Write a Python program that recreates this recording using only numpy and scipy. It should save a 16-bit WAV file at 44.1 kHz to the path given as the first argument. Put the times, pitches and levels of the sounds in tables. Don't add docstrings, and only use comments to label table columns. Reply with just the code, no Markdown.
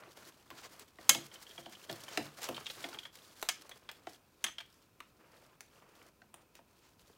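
import sys
import numpy as np
from scipy import signal
from scipy.fft import rfft, irfft, next_fast_len
from scipy.io import wavfile
from scipy.ndimage import map_coordinates

SR = 44100
rng = np.random.default_rng(int(sys.argv[2]) if len(sys.argv) > 2 else 0)


def wav_record(signal):
    frames = np.transpose(np.atleast_2d(signal))
    bounded = np.clip(frames, -1, 1)
    quanta = np.round(bounded * 32767).astype(np.int16)
    wavfile.write(sys.argv[1], SR, quanta)


N = 316197
T = np.arange(SR // 3) / SR

# f/Hz, level/dB
AIR_SPECTRUM = [(15, -42.5), (25, -0.5), (80, 4), (354, -0.5), (863, -8.5), (1040, -3.5), (1160, -15.5),
                (1260, -7), (2000, -18.5), (2550, -10), (2840, -17), (11600, -22.5), (14800, -18),
                (16000, -22.5)]
# t/s, level/dB
HOLDING_LEVELS = [(0, -65.5), (.95, -72), (1.3, -64), (2.85, -61.5), (3.1, -76), (4.3, -76.5), (5, -78),
                  (5.6, -74.5), (6.2, -80.5), (7.17, -88)]
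# start t/s, duration/s, rub level/dB, hiss level/dB
FINGER_SLIDES = [(-0.03, 0.11, -55.5, -68), (0.143, .15, -59.5, -60), (0.497, .34, -60.5, -63.5),
                 (0.991, 0.27, -58.5, -60), (1.317, 0.07, -58, -59.5), (1.45, 0.16, -74, -60),
                 (1.7, 0.14, -83, -61), (1.877, 0.41, -55.5, -58.5), (2.365, 0.26, -54.5, -56.5),
                 (2.675, 0.086, -62.5, -52), (2.754, 0.21, -53, -56), (2.968, 0.11, -64, -60.5),
                 (3.126, 0.33, -64.5, -60), (3.544, 0.23, -63.5, -64.5), (3.808, 0.35, -66.5, -71),
                 (4.055, 0.1, -78.5, -62.5), (4.39, 0.13, -66, -70), (4.684, 0.15, -76, -73),
                 (5.183, 0.18, -65.5, -78.5), (5.307, 0.16, -64, -68), (5.48, 0.054, -66.5, -78),
                 (5.69, 0.11, -67.5, -68.5), (5.805, 0.14, -63.5, -75.5), (5.942, 0.14, -63, -66),
                 (6.326, 0.095, -67, -80), (6.663, 0.28, -75.5, -75), (6.976, 0.25, -72.5, -70)]
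# middle t/s, half duration/s, level/dB
RIBBON_PULLS = [(0.586, 0.019, -53.5), (0.649, 0.019, -50), (0.819, 0.014, -57.5), (1.735, 0.012, -54.5),
                (2.139, 0.04, -50), (2.443, 0.028, -43), (6.57, 0.022, -64), (6.856, 0.041, -67.5)]
# f/Hz, level/dB
SKIN_SPECTRUM = [(50, -38), (110, -3.5), (230, -9), (330, -2.5), (420, -5), (560, -2.5), (800, -6.5),
                 (1200, -4), (1800, -10.5), (2800, -12.5), (5000, -46)]
RIBBON_SPECTRUM = [(700, -35.5), (1500, -2), (2200, -7), (2650, -10.5), (3200, -3.5), (3700, -6),
                   (4500, -2.5), (6500, -5.5), (8500, -8.5), (11000, -10.5), (15500, -13)]
PULL_SPECTRUM = [(60, -42), (200, -8), (700, 2.5), (1400, 3.5), (4500, 1), (7000, -1), (10000, -12),
                 (15000, -12)]
# t/s, card level/dB, thud
# level/dB, centre f/Hz
KNOCKS = [(0.034, -55, -84, 1190), (0.51, -51, -62, 930), (0.985, -51.5, -62, 704),
          (1.147, -36.5, -42.5, 2190), (1.579, -64, -51, 690), (1.661, -49.5, -54.5, 610),
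          (1.8936, -44.5, -43.5, 626), (2.173, -31, -40.5, 760), (2.488, -40.5, -45.5, 464),
          (2.577, -45, -62, 980), (2.608, -51, -76, 1100), (2.839, -46, -50, 665),
          (2.928, -50, -62, 1500), (2.97, -54, -66, 900), (4.069, -42, -62.5, 779),
          (5.003, -48, -72, 1000), (6.015, -59.5, -71, 824), (6.217, -59, -65.5, 1520),
          (6.589, -58, -67.5, 653), (7.096, -60, -78.5, 454)]
# f/Hz, level/dB
WALL_SPECTRUM = [(90, -65), (200, -21.5), (400, -1.5), (750, -7), (1000, 5.5), (1500, -1.5), (2150, -10),
                 (2900, -5), (4200, -15.5), (8000, -45)]
EDGE_SPECTRUM = [(500, -61), (1500, -29), (3000, 1.5), (4800, -4), (7000, -7.5), (10000, -15.5),
                 (15000, -19)]
TABLETOP_SPECTRUM = [(40, -58), (80, -19.5), (120, -1), (170, -4), (220, 0), (300, -1), (410, -11.5),
                     (510, -7.5), (700, -1), (900, -14), (1600, -39.5)]
# f/Hz, level/dB, t60/s
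TABLETOP_MODES = [(144, -6.5, 0.37), (215.2, -6.5, 0.24), (285, -2, 0.1), (338, 1, 0.2), (514, -5.5, 0.13),
                  (676.5, -0.5, 0.14)]
# delay/s, level/dB
REFLECTIONS = [(.0026, -9), (.0045, -11.5), (.0073, -15.5)]
# f/Hz, t60/s
REVERB_TIMES = [(150, .42), (400, 0.23), (1000, 0.2), (2800, 0.3), (7300, 0.24), (15000, 0.21)]
# t/s, click level/dB, body level/dB
CARD_SNAPS = [(0.172, -42, -52), (0.5029, -39, -46.5), (0.7944, -34, -57.5), (1.9265, -30, -49),
              (2.0362, -34.5, -72), (2.386, -43, -48.5), (2.4178, -33, -54), (2.4302, -27.5, -51),
              (2.441, -25.5, -46), (2.488, -34, -34), (3.4148, -35.5, -59), (3.4259, -24.5, -32),
              (3.693, -35, -50), (3.9138, -37, -51), (5.003, -46, -49), (5.606, -35, -47.5),
              (6.341, -41.5, -47.5), (6.5524, -43.5, -54.5), (6.994, -49, -69.5)]
# f/Hz, level/dB
NAIL_SPECTRUM = [(500, -61.5), (1500, -27.5), (3000, -2), (5000, -1.5), (7500, -3), (10500, -7.5),
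                 (15000, -9)]
SNAP_BODY_SPECTRUM = [(40, -14), (120, -23), (350, 2.5), (700, 4), (1500, -1), (2600, 0), (4500, -15)]
# t/s, ring and boom level/dB, body level/dB, treble level/dB
PLASTIC_CLACKS = [(1.092, -3, -18.5, -13), (3.487, -15.5, -27, -28), (4.44, -16.5, -28.5, -30.5)]
# f/Hz, level/dB
CLACK_BODY_SPECTRUM = [(60, -43.5), (150, -29), (400, -23), (700, -7.5), (1200, -3), (2200, -5),
                       (3200, -1.5), (4000, -9.5), (5000, -17.5), (8000, -45)]
CLACK_TREBLE_SPECTRUM = [(1000, -60), (2400, -25.5), (4000, -9), (5200, -3.5), (6500, -3.5), (8400, -5),
                         (9400, -6.5), (10200, -8), (12300, -14), (13300, -14), (15500, -14)]
# f/Hz, level/dB, t60/s
PLASTIC_MODES = [(1280, -10, 0.16), (1630, -8.5, 0.11), (2174, -2.5, 0.13), (3100, -4.5, 0.081),
                 (3190, 6, 0.051), (4040, -8.5, 0.022), (4676, -4.5, 0.035), (5170, 0.5, 0.017),
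                 (6200, 3, 0.069), (5770, -8, 0.037), (6440, -4.5, 0.017), (6770, -4.5, 0.017),
                 (6930, -5, 0.12), (7780, -8.5, 0.036), (7540, -6, 0.069), (7900, -6, 0.044),
                 (8320, 2.5, 0.027), (9980, -5, 0.075), (11430, -15.5, 0.1), (11700, -6.5, .07)]
# t/s, tick level/dB, body level/dB, pitch f/Hz
PLASTIC_TICKS = [(1.314, -50, -54, 3200), (1.355, -47.5, -54, 3040), (1.4657, -47, -60, 3180),
                 (1.5098, -46, -72, 3200), (1.5777, -41, -46.5, 3260), (1.6586, -42.5, -59, 3150),
                 (1.7504, -45, -70, 3020), (1.8382, -49.5, -66, 3110), (1.8954, -35, -48, 3200),
                 (2.0802, -42.5, -45, 3030), (2.5443, -39.5, -61, 3780), (2.5654, -37, -53, 3040),
                 (2.657, -38, -54, 3770), (2.665, -32, -48, 3320), (2.6993, -35, -49, 3920),
                 (2.8402, -33, -37, 3370), (2.9438, -43, -48.5, 3200), (2.9864, -35, -59, 3200),
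                 (3.031, -44.5, -57, 3140), (3.0515, -40.5, -45, 3300), (3.7124, -44, -46, 3335),
                 (3.889, -36.5, -40.5, 3350), (4.4634, -34.5, -44, 3340), (4.4814, -41.5, -43, 3230),
                 (4.582, -34, -44.5, 3290), (4.6024, -38.5, -44, 3290)]
# ratio to the pitch, level/dB, t60/s
TICK_MODE_RATIOS = [(.94, -7, .026), (.98, -2, .03), (1.01, 0, .032), (1.06, -6, .024), (1.2, -12, .018)]
# f/Hz, level/dB
TICK_SCRATCH_SPECTRUM = [(800, -64), (1800, -14), (2600, -14), (3200, -5), (3900, -18), (4600, -15.5),
                         (9000, -49)]
TICK_BODY_SPECTRUM = [(80, -28), (300, -18), (700, 5.5), (1200, 6), (2200, 9.5), (2600, 1), (4000, -28)]


def amp(db):
    return 10 ** (np.asarray(db) / 20)


def unit(x):
    return x / np.sqrt(np.mean(x ** 2) + 1e-20)


def unit_onset(x):
    return x / np.sqrt(np.mean(x[:SR // 100] ** 2) + 1e-20)


def along(points, hz):
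    f, values = np.transpose(points)
    return np.interp(np.log(hz + 1), np.log(f + 1), values)


def add(track, s, sound):
    start = max(round(s * SR), 0)
    track[start:start + len(sound)] += sound[:N - start]


def fade(t, t60):
    return np.exp(-np.log(1000) * t / t60)


def coloured(x, spectrum):
    m = 2 * next_fast_len(len(x) // 2 + 2048)
    gain = amp(along(spectrum, np.fft.rfftfreq(m, 1 / SR)))
    cepstrum = irfft(np.log(gain + 1e-6), m)
    cepstrum[1:m // 2] *= 2
    cepstrum[m // 2 + 1:] = 0
    return irfft(rfft(x, m) * np.exp(rfft(cepstrum)), m)[:len(x)]


def room_air():
    air = coloured(rng.standard_normal(N), AIR_SPECTRUM)
    high_pass = signal.butter(4, 36, "high", fs=SR, output="sos")
    return amp(-69.5) * unit(signal.sosfilt(high_pass, air))


def slide(t, length, attack_s=0.02, release_s=0.019, droop_db=1):
    attack = np.clip(t / attack_s, 0, 1)
    hold = amp(-droop_db * (np.clip(t / length, 0, 1) - .5))
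    return attack * hold * np.exp(-np.maximum(t - length, 0) / release_s)


def wobble(knots_per_s):
    knots = rng.standard_normal(int(N * knots_per_s / SR) + 4)
    return map_coordinates(knots, [np.arange(N) * knots_per_s / SR])


def stick_slips(per_second, centre_hz, spread, cycles):
    out, t = np.zeros(N), T[:SR // 30]
    for when, pitch, size, phase in rng.random((round(per_second * N / SR), 4)):
        hz = centre_hz * 2 ** (spread * np.arcsin(2 * pitch - 1))
        age = t * hz / cycles
        envelope = size ** 2 * age * np.exp(-age)
        add(out, when * N / SR, envelope * np.sin(2 * np.pi * (hz * t + phase)))
    return unit(out)


def crackle(spectrum, per_second, grain_share):
    catches = (rng.random(N) < per_second / SR) * rng.exponential(size=N)
    grains = signal.fftconvolve(catches, fade(T, t60=0.029))[:N] * rng.standard_normal(N)
    return unit(coloured(rng.standard_normal(N) + grain_share * unit(grains), spectrum))


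def rubbing():
    t = np.arange(N) / SR
    holding = amp(np.interp(t, *np.transpose(HOLDING_LEVELS)))
    power = sum(np.outer(amp([rub_db, hiss_db]), slide(t - s, length)) ** 2
                for s, length, rub_db, hiss_db in FINGER_SLIDES)
    rub_level, hiss_level = np.sqrt(power + holding ** 2)
    pressure = wobble(knots_per_s=45)
    bumps = amp(-7.5) * stick_slips(per_second=60, centre_hz=560, spread=0.83, cycles=1.5)
    scratches = amp(-10.5) * stick_slips(per_second=110, centre_hz=3400, spread=.25, cycles=1.6)
    skin = crackle(SKIN_SPECTRUM, per_second=400, grain_share=0.8) + bumps
    ribbon = crackle(RIBBON_SPECTRUM, per_second=210, grain_share=0.96) + scratches
    rub = rub_level * amp(0.6 * pressure - 2.5) * skin
    hiss = hiss_level * amp(2.4 * pressure - 1.5) * ribbon
    pull_level = sum(amp(db) * np.exp(-((t - middle) / half) ** 2) for middle, half, db in RIBBON_PULLS)
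    return rub + hiss + pull_level * crackle(PULL_SPECTRUM, per_second=300, grain_share=0.24)


def burst(spectrum, t60, rise_s=0.00055):
    swell = 1 - np.exp(-T / rise_s)
    return unit_onset(coloured(rng.choice([-1, 1], len(T)) * swell * fade(T, t60), spectrum))


def ring(modes, rise_cycles):
    hz, db, t60 = np.transpose(modes)[:, :, None]
    size = amp(db + 2 * rng.standard_normal(hz.shape))
    phase = 2 * np.pi * rng.random(hz.shape)
    swell = 1 - np.exp(-T * hz / rise_cycles)
    return np.sum(size * np.sin(2 * np.pi * hz * T + phase) * fade(T, t60) * swell, axis=0)


def dispersed(x, lag):
    m = 2 * next_fast_len(len(x))
    hz = np.fft.rfftfreq(m, 1 / SR)
    group_delay = lag * np.maximum((hz + 50) ** -.5 - 2000 ** -.5, 0)
    phase = 2 * np.pi * np.cumsum(group_delay) * SR / m
    return irfft(rfft(x, m) * np.exp(-1j * phase), m)[:len(x)]


def in_room(sound, wet_db, distance_m=0.27):
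    hz, t, noise = signal.stft(rng.standard_normal(len(T)), SR, nperseg=256)
    decaying = noise * fade(t, along(REVERB_TIMES, hz)[:, None])
    tail = signal.istft(decaying, SR)[1][:len(T)] * (1 - np.exp(-T / 0.007))
    response = amp(wet_db) * tail / np.linalg.norm(tail)
    response[0] += 1
    for delay, db in REFLECTIONS:
        response[round(delay * rng.uniform(.7, 1.3) * SR)] += amp(db)
    flight = round(distance_m / 343 * SR)
    return np.pad(signal.fftconvolve(sound, response)[:len(T)], (flight, 0))


def knocks(wall_centre_hz=1050, ordinary_knock_db=-48):
    out = np.zeros(N)
    for s, card_db, thud_db, centre_hz in KNOCKS:
        spectrum = np.array(WALL_SPECTRUM) * [centre_hz / wall_centre_hz, 1]
        wall = amp(card_db - 1) * burst(spectrum, t60=0.014)
        edge_db = -65.5 + 1.7 * (card_db - ordinary_knock_db)
        edge = amp(edge_db) * burst(EDGE_SPECTRUM, t60=0.012)
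        thud = amp(thud_db - 4.5) * table_boom()
        add(out, s, in_room(dispersed(wall + edge + thud, lag=.12), wet_db=-8.5))
    return out


def table_boom():
    thud = burst(TABLETOP_SPECTRUM, t60=.17, rise_s=.002)
    return thud + amp(2.5) * ring(TABLETOP_MODES, rise_cycles=2.0)


def card_snaps():
    out = np.zeros(N)
    for s, click_db, body_db in CARD_SNAPS:
        click = amp(click_db - 18.5) * burst(NAIL_SPECTRUM, t60=.008, rise_s=0.00021)
        body = amp(body_db - 6) * burst(SNAP_BODY_SPECTRUM, t60=0.0062, rise_s=0.000067)
        add(out, s, in_room(click + dispersed(body, lag=.07), wet_db=-8.5))
    return out


def plastic_clacks():
    out = np.zeros(N)
    for s, db, body_db, treble_db in PLASTIC_CLACKS:
        hardness = 2 ** ((treble_db - body_db + 1.5) / 30)
        spectrum = np.array(CLACK_BODY_SPECTRUM) * [hardness, 1]
        body = amp(body_db - 5) * burst(spectrum, t60=0.036, rise_s=0.001)
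        treble = amp(treble_db - 5) * burst(CLACK_TREBLE_SPECTRUM, t60=0.018, rise_s=.0008)
        tone = amp(db - 20) * unit_onset(ring(PLASTIC_MODES, rise_cycles=3.8))
        thud = amp(db - 44.5) * table_boom()
        add(out, s, in_room(body + treble + tone + thud, wet_db=-11.5))
    return out


def plastic_ticks():
    out = np.zeros(N)
    for s, db, body_db, pitch_hz in PLASTIC_TICKS:
        noise_share = np.interp(db, [-45, -30], [.15, .6])
        modes = np.array(TICK_MODE_RATIOS) * [pitch_hz, 1, 1]
        tone = np.sqrt(1 - noise_share) * unit_onset(ring(modes, rise_cycles=1.5))
        scratch = np.sqrt(noise_share) * burst(TICK_SCRATCH_SPECTRUM, t60=0.024)
        edge = amp(-10) * burst(EDGE_SPECTRUM, t60=0.05)
        body = amp(body_db - 7) * burst(TICK_BODY_SPECTRUM, t60=0.054)
        add(out, s, in_room(amp(db - 9) * (tone + scratch + edge) + body, wet_db=-11.5))
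    return out


def scene():
    contacts = plastic_clacks() + knocks() + plastic_ticks() + card_snaps()
    return (contacts + rubbing() + room_air())[None]


def record(dry):
    cutoff_hz = 15900
    m = next_fast_len(N + SR // 2)
    hz = np.fft.rfftfreq(m, 1 / SR)
    return irfft(rfft(dry, m) / np.sqrt(1 + (hz / cutoff_hz) ** 160), m)[..., :N]


dry = scene()
out = record(dry)
wav_record(out)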